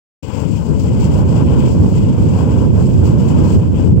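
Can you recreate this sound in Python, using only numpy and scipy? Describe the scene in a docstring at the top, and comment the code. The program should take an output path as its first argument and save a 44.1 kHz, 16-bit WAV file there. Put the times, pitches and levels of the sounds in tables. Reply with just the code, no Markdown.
"""An open, windy geothermal field with steam venting on the left.
The turbulent jet makes a hollow, sputtering roar under a hiss that surges with the flow and sinks
near the end. Wind buffets each side of the microphone separately, with a deep rumble and a lighter
flutter, and its strongest eddies overload it. The right side fades in over the first second."""
import sys
import numpy as np
from scipy import signal
from scipy.fft import rfft, irfft
from scipy.io import wavfile
from scipy.ndimage import uniform_filter1d

SR = 44100
rng = np.random.default_rng(int(sys.argv[2]) if len(sys.argv) > 2 else 0)


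def wav_out(sig):
    """Save sig, one row per channel (or a flat mono array), as 16-bit PCM at SR to the path in sys.argv[1]."""
    wavfile.write(sys.argv[1], SR, np.round(np.clip(np.atleast_2d(sig).T, -1, 1) * 32767).astype(np.int16))


N = 176400


def from_db(db):
    """Amplitude grows tenfold for every 20 decibels."""
    return 10 ** (np.asarray(db) / 20)


def unit_rms(x):
    """Dividing by the root mean square gives a signal unit power."""
    return x / np.sqrt(np.mean(x ** 2) + 1e-20)


def in_time(rows):
    """Linear interpolation gives each column after the time column a value at every sample."""
    seconds, *columns = np.transpose(rows)
    return [np.interp(np.arange(N) / SR, seconds, column) for column in columns]


def drift(corner_hz):
    """Noise through a two-pole low-pass wanders smoothly, with a spread of 1."""
    step, settling = 20, 4000   # samples per slow step; slow steps for the filter to settle
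    pole = np.exp(-2 * np.pi * corner_hz * step / SR)
    white = rng.standard_normal(N // step + settling + 2)
    slow = signal.lfilter([1], [1, -2 * pole, pole * pole], white)[settling:]
    return np.interp(np.arange(N) / step, np.arange(len(slow)), unit_rms(slow))


def noise(spectrum):
    """Spectral shaping colours white noise, at unit power; it falls away beyond the given band."""
    hz, db = np.transpose(spectrum)
    log_f = np.log(np.maximum(np.fft.rfftfreq(N, 1 / SR), 1))
    outside_band = np.maximum(np.log(hz[0]) - log_f, 0) + np.maximum(log_f - np.log(hz[-1]), 0)
    gain = from_db(np.interp(log_f, np.log(hz), db) - 40 * outside_band)
    return unit_rms(irfft(rfft(rng.standard_normal(N)) * gain, N))


def steady(x, window_s=0.06):
    """Dividing by the running rms evens out slow swells and keeps quick fluctuations."""
    return x / np.sqrt(uniform_filter1d(x ** 2, int(window_s * SR)) + 1e-9)


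def wind():
    """Turbulent pressure: each side has its own eddies; small ones flutter most as the rumble peaks."""
    # Each row: time in seconds, relative level in dB.
    rumble_levels = [(0.24, -28.5), (0.52, -15), (0.68, -20.5), (0.71, -10.5), (0.75, -16.5), (0.88, -14.5),
                     (1.66, -13), (1.72, -16), (1.84, -9), (1.89, -17), (1.92, -14), (2.1, -13),
                     (2.16, -18.5), (2.19, -12.5), (2.42, -15), (2.82, -12), (2.92, -15.5), (2.95, -11),
                     (3.3, -14.5), (3.42, -11), (3.51, -15.5), (3.56, -9), (3.62, -15.5), (3.85, -14.5),
                     (3.86, -11.5), (3.98, -11)]
    flutter_levels = [(0.24, -33.5), (0.41, -28.5), (0.67, -33.5), (0.69, -27), (1.76, -23.5), (1.79, -31),
                      (1.82, -19.5), (1.94, -29), (2.32, -25), (3.6, -25.5), (3.67, -33), (3.87, -23.5),
                      (3.94, -35), (3.98, -30)]
    # Where the wind presses. 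Each row: time in seconds, left minus right level in dB.
    balance = [(.23, 5), (.45, 6.5), (.6, 0.5), (.72, 5), (.9, -0.5), (1.25, -3.5), (2.0, -1), (2.7, -5),
               (3.4, -3), (3.6, -2), (3.75, -3), (3.86, 10.5), (4.0, -11)]
    # Large and small eddies. Each row: frequency in Hz, relative spectral density in dB.
    rumble_spectrum = [(15, -37.5), (33, -32.5), (45, -21), (62, -3.5), (88, .5), (120, -1), (180, -3.5),
                       (260, -10), (350, -17), (480, -25), (700, -48.5), (1200, -70.5)]
    flutter_spectrum = [(150, -14.5), (300, 0.5), (420, 1), (540, -2.5), (700, -14.5), (1000, -27),
                        (1300, -40.5), (2000, -48), (4000, -52), (9000, -62), (16000, -58)]
    rumble_db, = in_time(rumble_levels)
    flutter_db, = in_time(flutter_levels)
    balance_db, = in_time(balance)
    sides = []
    for lean in (from_db(balance_db), from_db(-balance_db)):
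        rumble = steady(noise(rumble_spectrum))
        rumble_envelope = unit_rms(np.abs(signal.hilbert(rumble)) + 0.61)
        flutter = steady(noise(flutter_spectrum) * rumble_envelope * from_db(2 * drift(corner_hz=18)))
        buffeting = from_db(rumble_db + 0.5) * rumble + from_db(flutter_db - 4.5) * flutter
        share = 2 * lean / np.sqrt(1 + lean ** 2)   # the two sides keep a constant total power
        sides.append(share * buffeting)
    return np.array(sides)


def steam():
    """Jet noise: one unsteady flow modulates the amplitude of a roar, a hiss and its treble."""
    # Each row: time in seconds, relative level of the roar in dB.
    roar_levels = [(0.24, -41.5), (0.44, -37), (0.46, -43), (0.74, -40), (0.77, -44), (0.78, -41.5),
                   (1.23, -34.5), (1.24, -40), (1.43, -31), (1.45, -47.5), (1.5, -32.5), (1.81, -40.5),
                   (2.31, -39), (2.36, -34), (2.62, -36), (2.71, -46), (2.81, -32.5), (2.85, -44),
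                   (2.97, -42), (3.09, -35), (3.14, -39.5), (3.44, -33.5), (3.72, -46.5), (3.8, -37),
                   (3.96, -49.5), (3.98, -48)]
    # Each row: time in seconds, relative level of the hiss in dB, that of its treble in dB.
    hiss_levels = [(0.24, -48.5, -48), (0.4, -46, -46), (0.51, -51, -50), (0.59, -49, -47.5),
                   (0.63, -54, -50), (0.78, -51, -51), (0.8, -48, -43), (0.9, -50, -51), (1.04, -44, -43),
                   (1.1, -47.5, -47.5), (1.19, -45.5, -44.5), (1.24, -53, -54), (1.28, -48.5, -47),
                   (1.4, -45.5, -48), (1.44, -49, -48.5), (1.52, -43, -49.5), (1.56, -49, -50.5),
                   (1.6, -43.5, -43.5), (1.66, -44, -50), (1.69, -46.5, -45), (1.76, -52, -49),
                   (1.94, -50, -48.5), (1.98, -45, -47.5), (2.0, -47, -48), (2.2, -50, -50),
                   (2.4, -46.5, -47), (2.48, -49.5, -52), (2.56, -47.5, -47.5), (2.74, -54.5, -54),
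                   (2.75, -49.5, -50), (3.0, -51.5, -49), (3.03, -51, -52), (3.06, -46, -41.5),
                   (3.17, -51.5, -53.5), (3.2, -46.5, -46), (3.27, -48.5, -48.5), (3.3, -45, -43),
                   (3.34, -47, -48.5), (3.55, -46, -42.5), (3.58, -54, -52.5), (3.62, -51, -52),
                   (3.71, -56.5, -57.5), (3.77, -46, -50), (3.85, -50.5, -49.5), (3.95, -61.5, -61),
                   (3.98, -58.5, -58)]
    # Broad resonances of the steam. Each row: frequency in Hz, relative spectral density in dB.
    roar_spectrum = [(170, -7.5), (235, 8), (290, 12), (350, -5.5), (440, 7), (530, 5), (610, -1),
                     (700, -7.5), (780, -4), (870, 0), (1000, -1), (1200, -11.5), (1530, -13.5),
                     (1780, -24), (2400, -41)]
    hiss_spectrum = [(1400, -24), (1800, -14), (2000, -2.5), (2170, -4.5), (2520, 2), (2720, 0), (2930, 2),
                     (3300, -2.5), (3750, -13), (4600, -30)]
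    treble_spectrum = [(3200, -19), (3900, -10), (4400, -3), (5050, -1), (5700, -5.5), (6700, -4),
                       (7550, 2.5), (8400, -7.5), (9400, -16.5), (10400, -42.5), (11400, -21),
                       (13800, -18.5), (15700, -10)]
    roar_db, = in_time(roar_levels)
    hiss_db, treble_db = in_time(hiss_levels)
    sputter, surge = drift(corner_hz=100), drift(corner_hz=36)

    def band(spectrum, sputter_db=0, surge_db=0, own_db=0):
        """Shared modulation ties a noise band to the flow; own_db adds independent wavering."""
        carrier = noise(spectrum)
        swing_db = sputter_db * sputter + surge_db * surge + own_db * drift(corner_hz=19)
        return unit_rms(carrier * from_db(swing_db))

    roar = steady(band(roar_spectrum, sputter_db=0.74, surge_db=0.2, own_db=0.9))
    hiss = band(hiss_spectrum, sputter_db=1.03, surge_db=0.78)
    treble = band(treble_spectrum, surge_db=1.1, own_db=1.0)
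    return (from_db(roar_db + 13.5) * roar
            + from_db(hiss_db + 6.5) * hiss
            + from_db(treble_db + 6.5) * treble)


def on_the_left(source, far_db=-18, far_cutoff_hz=1350, left_lag_s=0.0003):
    """A level difference places the source: the right is weaker and duller, though slightly earlier."""
    left = np.roll(source, int(left_lag_s * SR))
    low_pass = signal.butter(2, far_cutoff_hz, fs=SR, output="sos")
    right = from_db(far_db) * signal.sosfilt(low_pass, source)
    return np.array([left, right])


def scene():
    """The pressures of wind and steam add by superposition."""
    return wind() + on_the_left(steam())


def record(dry):
    """The sound cuts in, the right fades up, saturation rounds the peaks and a low-pass cuts the top."""
    start_s, opening_s = 0.225, 0.0066
    right_start_db, right_fade_s = -14, 0.81
    cutoff_hz = 15900
    age = np.arange(N) / SR - start_s
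    right_gain = from_db(right_start_db * np.clip(1 - age / right_fade_s, 0, 1))
    opened = dry * np.clip(age / opening_s, 0, 1) * np.array([np.ones(N), right_gain])
    saturated = opened / (1 + opened ** 12) ** (1 / 12)   # overload at full scale
    low_pass = signal.ellip(12, 0.1, 90, cutoff_hz, fs=SR, output="sos")
    return signal.sosfilt(low_pass, saturated + 1e-18)


dry = scene()
out = record(dry)
wav_out(out)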